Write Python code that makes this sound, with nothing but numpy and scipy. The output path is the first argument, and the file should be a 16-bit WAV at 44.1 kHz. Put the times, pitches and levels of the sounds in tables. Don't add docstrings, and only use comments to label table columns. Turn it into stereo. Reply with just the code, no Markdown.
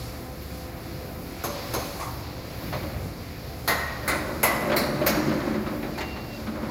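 import sys
import numpy as np
from scipy import signal
from scipy.fft import rfft, irfft
from scipy.io import wavfile
from scipy.ndimage import uniform_filter1d

SR = 44100
rng = np.random.default_rng(int(sys.argv[2]) if len(sys.argv) > 2 else 0)


def store_wav(level_fs):
    pcm = np.round(np.clip(np.atleast_2d(level_fs), -1, 1) * 32767)
    wavfile.write(sys.argv[1], SR, pcm.T.astype(np.int16))


N = 295690
STEP, BLOW_SAMPLES = 16, 48000
FFT_SIZE = 10000 * (N // 10000 + 1)
TIME, CONTROL_TIME = np.arange(N) / SR, np.arange(0, N + STEP, STEP) / SR
OCTAVES_HZ = 35 * 2. ** np.arange(10)

SITE_SEAT = -0.00027, 0, [(40, 0.8, 3), (90, 0.97, 2), (150, 0.98, 0.5), (480, 0.83, 0), (1390, 0.6, -1),
             (3500, 0, 0.5), (5400, 0, -6.5), (6950, 0.92, 1.5), (10400, 1, 0), (12500, .75, 5),
             (15500, 0.75, 4)]
BUCKET_SEAT = -0.00026, 0, [(60, 1, -0.5), (200, 0.97, -.5), (607, 0.94, -1.5), (1500, 0.46, -2.5),
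               (3500, 0.27, -3.5), (7000, 0.97, 1), (14000, .4, 5)]
CLANG_SEAT = 0.000479, 1.47, [(151, 0.69, -1.5), (597, 0.92, -1), (1270, 0.73, -7.5), (2140, 0.89, -4),
              (2840, 0.13, -0.5), (4500, 0.083, -3), (6700, 0.85, -2.5), (8260, 0.69, 0), (9900, 0.74, 3.5),
              (12100, 0.17, 8), (13500, 0.26, 1), (15500, .4, 2)]

# time in seconds, bass gain in dB, hiss gain in dB.
BACKGROUND_LEVELS = [(0, -3, -1.5), (1.2, 0.5, 0), (1.8, -3, 4.5), (2.4, -1, -0.5), (2.57, 1, 1),
                     (2.65, 4.5, 3.5), (2.86, 3, 1.5), (3.07, 10, -0.5), (3.13, -4, -2), (3.22, 0.5, 0),
                     (3.55, -0.5, 0), (4.0, -0.5, 1), (5.5, -4.5, -1.5), (6.7, -3, -2.5)]
# frequency in Hz, relative level in dB.
ROAR_COLOUR = [(20, -45), (33, 1), (55, 0.5), (120, 0), (300, -8.5), (760, -12.5), (830, -16),
               (1300, -15.5), (2200, -16.5), (3100, -26), (4500, -19.5), (6500, -29.5), (8000, -35.5),
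               (10500, -30), (12200, -29.5), (15300, -30), (16500, -46)]
SCRAPE_COLOUR = [(50, -4), (110, -14), (300, -7), (450, -8), (620, -8), (1200, -6.5), (2200, -11.5),
                 (6000, -75)]
THUD_COLOUR = [(80, -19), (250, -3), (600, 8.5), (1200, 14), (2200, 7.5), (3200, -1.5), (5000, -5),
               (9000, -32), (13000, -34), (16500, -43)]
# multiple of the firing rate, level in dB.
PUMP = (85.1, 0.002015, [(2, -53), (3, -55), (4, -52), (6, -50), (8, -58), (9, -55), (12, -62), (15, -64),
        (16, -63)])
DIESEL = (58.4, 0.0034, [(1, -71), (2, -50.5), (3, -56.5), (5, -52.5)])
GENERATOR = (75.4, 0.012, [(0.94, -46.5)])
# time in seconds, gain in dB.
PUMP_LOAD = [(0, 0), (.3, 1.5), (1.3, 0.5), (1.6, 0.5), (2.2, -2.5), (3.2, -3.5), (4.5, -2), (6.7, -8.5)]
# start and length in seconds, first pitch, last pitch and arch in Hz, level in dB,
# fade in dB per second, left minus right in dB.
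SQUEALS = [(5.943, .035, 2400, 2410, 0, -43, 7, -1), (5.992, 0.4, 2775, 2734, 1.5, -41, 33, 2),
           (6.197, 0.23, 13620, 13750, 330, -58, 3, 5.4)]
# time in seconds, level in dB, gain of the upper scrape in dB.
DRAG = [(3.95, -55, 1), (4.1, -30.5, 0), (4.5, -32.5, -4), (4.75, -27, 0.5), (5.3, -25.5, -2.5),
        (5.9, -30, -6), (6.2, -39.5, -8), (6.4, -37.5, -3), (6.7, -31, -1.5)]
# start in seconds, level in dB, ring against it in dB, favoured pitch in Hz.
THUDS = [(2.62, -30, -5, 298), (2.83, -31, -4, 300), (2.895, -31, -6, 580), (4.654, -25, -3, 240),
         (4.698, -16, -3, 610), (4.718, -10, -7.5, 614), (4.815, -26, 0, 261), (4.855, -28, -2, 220),
         (5.014, -16.5, -4.5, 606), (5.087, -24, 0, 220), (5.171, -16.5, -10, 332),
         (5.28, -19.5, -4.5, 305), (5.31, -20.5, -7, 231), (5.398, -19.5, -7.5, 332), (5.472, -28, -1, 310),
         (5.543, -20, -3.5, 300), (5.662, -19, -11, 300), (5.827, -20, -17, 220), (6.163, -23.5, -17, 220),
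         (6.469, -23, -8, 210), (6.553, -25.5, -6.5, 560), (6.629, -22.5, -5.5, 235)]

# frequency in Hz, relative level in dB, seconds to fall 60 dB.
BUCKET_MODES = [(140.6, -5, 0.45), (166.2, -7, 0.72), (213.3, -2, 0.44), (224, -3, 0.49), (256.7, -11, .45),
                (304.7, -1.5, 0.46), (347, -6, 0.33), (369.2, -4, 0.42), (531.7, -5, 0.2),
                (588, -1.5, 0.29), (607, -8, 0.3), (690, -19, .35)]
BEAM = [(584, -15, 1.5), (693, -14, 1.1), (1057, -13.5, 1.1), (1078, -7.5, 1.03), (1406, -15, 0.72),
        (1502, -17, 0.85), (1910, -15, 0.67), (1992, -12, 0.94), (2050, -6.5, 0.55), (4300, -4.5, 0.34),
        (4500, -12, 0.28), (6270, -15, .5), (10700, -14, .3), (11500, -6, 0.27), (13600, -15, 0.23)]
BEAM_LOW_PAIR = [(1846, -11.5, 1.2), (1893, -9.5, 1.15)]
PLATE = [(1220, -29, 0.87), (2214, -10.5, 0.24), (4070, -10, .4), (4400, -16, 0.36), (4820, -13, 0.47),
         (5600, -7, 0.84), (6940, -21, .4), (13200, -3, .25)]
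RIM = [(990, -16, 0.62), (1100, -17, 0.65), (1100, -14, 0.7), (1200, -15, .4), (2230, -11, 0.49),
       (6560, -6, .3)]
FAR = [(569.4, -18.5, 0.96), (682, -26.5, 0.62), (1030, -16, 0.78), (1084, -9, 0.4), (1440, -10.5, 0.44),
       (2240, -11, .35), (4240, -10, 0.43), (6230, -8, 0.45), (6460, -8, 0.5)]
PARTS = {"mid-span": (BEAM + BEAM_LOW_PAIR, -9, 0.83), "beam": (BEAM, -8, 0.75), "plate": (PLATE, -9, 0.67),
         "far": (FAR, -7.5, 0.49), "rim": (RIM, -13, 0.92), "light": ([], -12.5, 0.25)}
# frequency in Hz, seconds to fall 60 dB.
BLOW_T60 = [(200, 0.71), (800, 1), (2000, 0.39), (5500, 0.58), (14000, 0.12)]
ECHO_T60 = [(200, 0.6), (800, 3.3), (2000, 1.5), (5500, 1.87), (14000, 0.19)]
# frequency in Hz, time constant in seconds.
CLANG_RISE = [(200, 0.0023), (1100, 0.00043), (5000, 0.0018), (12000, 0.00042)]
COLOUR_HZ = [60, 300, 550, 800, 1100, 1500, 2000, 3000, 4400, 6400, 7800, 10000, 12000, 14000, 16500]
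# start in seconds, level in dB, ring against it in dB, part struck,
# colour in dB at all but the first and last of COLOUR_HZ.
CLANGS = [
  (0.419, -31, 0, "light", (-9, -11, -10, -9, -9, -9, 7, -4, -14, -18, -14, 4, -6)),
  (1.4377, -12.5, -8, "far", (-0.5, 4.5, -1, 3, -1, -12, -13, -12.5, -11, -17, -12, -4, -11)),
  (1.7366, -11.5, -9, "far", (0.5, 2, 2, 2.5, 0, -11, -9, -10.5, -8.5, -21, -6, -9.5, -7)),
  (1.9984, -16.5, -8, "rim", (-25, -10, -3, 4.5, -9, -7, -21, -16, -15, -24, -15, -30, -30)),
  (2.7243, -14.5, -10, "far", (-2, 6, 0, -1, -4, -4, -17, -9.5, -23, -43, -28, -28, -34)),
  (3.676, -4.5, -8.5, "mid-span", (-10, -6, -6.5, -3.5, 1, -6, -15, -11, -17.5, -26, -17.5, -11, -13)),
  (4.077, -7, -11.5, "beam", (-14, -6, -5.5, -1.5, 3, -1.5, -17, -12, -19, -20, -8, -28, -12)),
  (4.43, -2.5, -13, "beam", (-17, -3.5, -4.5, 0, -4, -1, -15.5, -14, -17, -23, -13.5, -8.5, -13)),
  (4.763, -7, -10.5, "plate", (-4, 2, -5, -2, 2, 1, -16, -1.5, -16, -16, -7, -21, -3)),
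  (5.063, -4, -10, "plate", (-18, 0.5, -4, -3, -0.5, -1, -12.5, -8, -12, -20.5, -12, -18, -4.5)),
  (5.977, -15.5, 5, "light", (-12, -1, 0, -7, -5, -1, -19, -12, -21, -28, -29, -21, -27)),
  (6.0046, -13, 0, "light", (2.5, -7, 1, -2, -1, 3, -8, -12, -20, -26, -30, -25, -29))]


def undb(db):
    return 10 ** (np.asarray(db) / 20)


def bin_hz(size):
    return np.maximum(np.arange(size // 2 + 1) * SR / size, 1.)


def over_hz(table, hz):
    return np.interp(np.log(hz), np.log(np.array(table)[:, 0]), np.array(table)[:, 1])


def over_time(rows):
    times, *columns = np.transpose(rows)
    return [np.interp(CONTROL_TIME, times, column) for column in columns]


def per_sample(control):
    return np.interp(TIME, CONTROL_TIME, control)


def walk(rate):
    hold, n = int(SR / STEP / rate), len(CONTROL_TIME)
    steps = np.repeat(rng.standard_normal(n // hold + 1), hold)
    return 1.307 * uniform_filter1d(uniform_filter1d(steps, hold), hold)[:n]


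def mic_pair(spectrum, other, seat, full_turn_hz=500, centred_hz=6390):
    lag_s, turn_rad, rows = seat
    rows, hz = np.array(rows), bin_hz(2 * len(spectrum) - 2)
    alike = np.clip(over_hz(rows[:, :2], hz), 0, 1)
    turn = (turn_rad * np.clip(hz / full_turn_hz, 0, 1) - 2 * np.pi * hz * lag_s) * (hz < centred_hz)
    right = alike * spectrum * np.exp(1j * turn) + np.sqrt(1 - alike ** 2) * other
    tilt = undb(over_hz(rows[:, ::2], hz) / 2)
    return np.array([spectrum * tilt, right / tilt])


def seated(tones, seat):
    spectrum = rfft(tones, FFT_SIZE)
    return irfft(mic_pair(spectrum, 1j * spectrum, seat), FFT_SIZE)[:, :N]


def noise_bands(gain, seat, centres):
    size = 2 * len(gain) - 2
    noise, unrelated = gain * rfft(rng.standard_normal((2, size)))
    both = mic_pair(noise, unrelated, seat) / np.sqrt(np.mean(gain ** 2))
    octave = np.clip(np.log2(bin_hz(size) / centres[0]), 0, len(centres) - 1)
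    for k, hz in enumerate(centres):
        share = np.clip(1 - abs(octave - k), 0, 1)
        yield hz, irfft(both * share, size)[:, :N]


def roar(level_db=-35, pan_db=-1):
    bass_db, hiss_db = over_time(BACKGROUND_LEVELS)
    out, swell_db = 0, .4 * walk(3)
    gain = undb(over_hz(ROAR_COLOUR, bin_hz(FFT_SIZE)))
    for hz, noise in noise_bands(gain, SITE_SEAT, OCTAVES_HZ):
        bass = np.clip(np.log2(400 / hz) / 2, 0, 1) * (hz > 50)
        hiss = np.clip(np.log2(hz / 500) / 2, 0, 1)
        flicker_db = (1.2 if hz < 3000 else -1.83) * walk(9)
        out += noise * per_sample(undb(bass * bass_db + hiss * hiss_db + swell_db + flicker_db))
    return out * undb(level_db + np.array([[1], [-1]]) * pan_db / 2)


def engine(firing_hz, waver, orders, load_db=0):
    phase = 2 * np.pi * np.cumsum(per_sample(firing_hz * (1 + waver * walk(2.002)))) / SR
    out = 0
    for order, db in orders:
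        rms = per_sample(undb(db + load_db + 3.5 * walk(16)))
        out += rms * np.sqrt(2) * np.sin(order * phase + 2 * np.pi * rng.random())
    return seated(out, SITE_SEAT)


def squeal(start, length, start_hz, end_hz, arch_hz, db, fade_db_per_s, pan_db):
    progress = np.clip((CONTROL_TIME - start) / length, 0, 1)
    gate = np.clip(np.minimum(progress, 1 - progress) * length / 0.012, 0, 1)
    level_db = db - fade_db_per_s * progress * length
    sides = [per_sample(gate * undb(level_db + side * pan_db / 2 + 3.3 * walk(40))) for side in (1, -1)]
    hz = start_hz + (end_hz - start_hz) * progress + arch_hz * np.sin(np.pi * progress)
    return sides * np.sin(2 * np.pi * np.cumsum(per_sample(hz)) / SR)


def bucket_drag():
    bins = bin_hz(FFT_SIZE)
    boom = sum(undb(2 * db) / (1 + (bins - hz) ** 2 * (t60 / 2.3) ** 2) for hz, db, t60 in BUCKET_MODES)
    scrape = undb(over_hz(SCRAPE_COLOUR, bins) - 8)
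    gain = np.sqrt(boom / boom.max() + scrape ** 2)
    db, scrape_db = over_time(DRAG)
    level = (CONTROL_TIME > DRAG[0][0]) * undb(db)
    judder_db = 1.2 * walk(25)
    return sum(noise * per_sample(level * undb((hz > 450) * scrape_db + judder_db + walk(23)))
               for hz, noise in noise_bands(gain, BUCKET_SEAT, OCTAVES_HZ[:7]))


def ring(start, level_db, modes, smear, scatter_db=2, steady=0.72, rise_s=0.0019):
    out, at = np.zeros(N + SR), int(start * SR)
    for hz, db, t60 in modes:
        t = np.arange(int(np.clip(t60 * 0.82, .05, 1) * SR)) / SR
        knots = np.arange(100) / (min(smear * hz, 160) + 5)
        scatter, real, imag = rng.standard_normal((3, len(knots)))
        real[0], imag[0] = 1, 0
        flutter = np.interp(t, knots, steady + 0.69 * (real + 1j * imag))
        envelope = undb(level_db + db + scatter_db * scatter[0] - 60 * t / t60) * (1 - np.exp(-t / rise_s))
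        tone = np.exp(2j * (np.pi * hz * t + imag[-1]))
        out[at:at + len(t)] += (envelope * flutter * tone).imag
    return out[:N]


def blow(start, level_db, colour, echo_db, t60_share, rise, seat, centres, crest_db=13, hold_s=0.011):
    out, at = np.zeros((2, N + BLOW_SAMPLES)), int(start * SR)
    bins, t = bin_hz(BLOW_SAMPLES), CONTROL_TIME[:BLOW_SAMPLES // STEP]
    ripple_db = 2.2 * np.interp(bins / 300, np.arange(400), rng.standard_normal(400))
    gain = undb(over_hz(colour, bins) + ripple_db * np.clip(bins / 4000, 0, 1))
    since_hold, fade_out = np.maximum(t - hold_s, 0), np.sqrt(1 - t / t[-1])
    for hz, noise in noise_bands(gain, seat, centres):
        direct = undb(-60 * since_hold / (t60_share * over_hz(BLOW_T60, hz)))
        echo = undb(echo_db - 60 * t / over_hz(ECHO_T60, hz))
        pole = np.exp(-STEP / (SR * over_hz(rise, hz)))
        power = signal.lfilter([(1 - pole) ** 2], [1, -2 * pole, pole ** 2], direct ** 2 + echo ** 2)
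        rattle_db = 1.27 * walk(60)[:len(t)]
        envelope = np.sqrt(power) * undb(level_db - crest_db + rattle_db) * fade_out
        out[:, at:at + BLOW_SAMPLES] += noise * np.interp(TIME[:BLOW_SAMPLES], t, envelope)
    return out[:, :N]


def bucket_thuds(fall_db_per_octave=12):
    blows = rings = 0
    for start, db, ring_db, favoured_hz in THUDS:
        blows += blow(start, db, THUD_COLOUR, echo_db=-12.5, t60_share=0.52, rise=[(1000, 0.00024)],
                      seat=BUCKET_SEAT, centres=OCTAVES_HZ[2:7])
        modes = [(hz, mode_db - fall_db_per_octave * abs(np.log2(hz / favoured_hz)), t60)
                 for hz, mode_db, t60 in BUCKET_MODES]
        rings += ring(start, db + ring_db, modes, smear=0.071)
    return blows + seated(rings, BUCKET_SEAT)


def clangs():
    blows = rings = 0
    for start, db, ring_db, part, tone_db in CLANGS:
        modes, echo_db, t60_share = PARTS[part]
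        colour = list(zip(COLOUR_HZ, [tone_db[0] - 2.5, *tone_db, tone_db[-1] - 13.5]))
        blows += blow(start, db, colour, echo_db, t60_share, CLANG_RISE, CLANG_SEAT, OCTAVES_HZ[2:])
        struck = [(hz, mode_db + over_hz(colour, hz), t60) for hz, mode_db, t60 in modes]
        rings += ring(start, db + ring_db, struck, smear=0.04)
    return blows + seated(rings, CLANG_SEAT)


def scene():
    steel = clangs() + bucket_thuds()
    engines = engine(*PUMP, load_db=over_time(PUMP_LOAD)[0]) + engine(*DIESEL) + engine(*GENERATOR)
    return roar() + engines + bucket_drag() + sum(squeal(*row) for row in SQUEALS) + steel


def record(dry):
    port_hz, port_width_hz = 8970, 1450
    headroom, low_cut_hz, top_hz = 0.9, 45, 16000
    wet = dry - signal.lfilter(*signal.iirpeak(port_hz, port_hz / port_width_hz, SR), dry)
    wet = headroom * np.tanh(wet / headroom)
    wet = signal.sosfilt(signal.butter(4, low_cut_hz, "high", fs=SR, output="sos"), wet)
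    return signal.sosfilt(signal.ellip(10, .2, 70, top_hz, fs=SR, output="sos"), wet)


dry = scene()
out = record(dry)
store_wav(out)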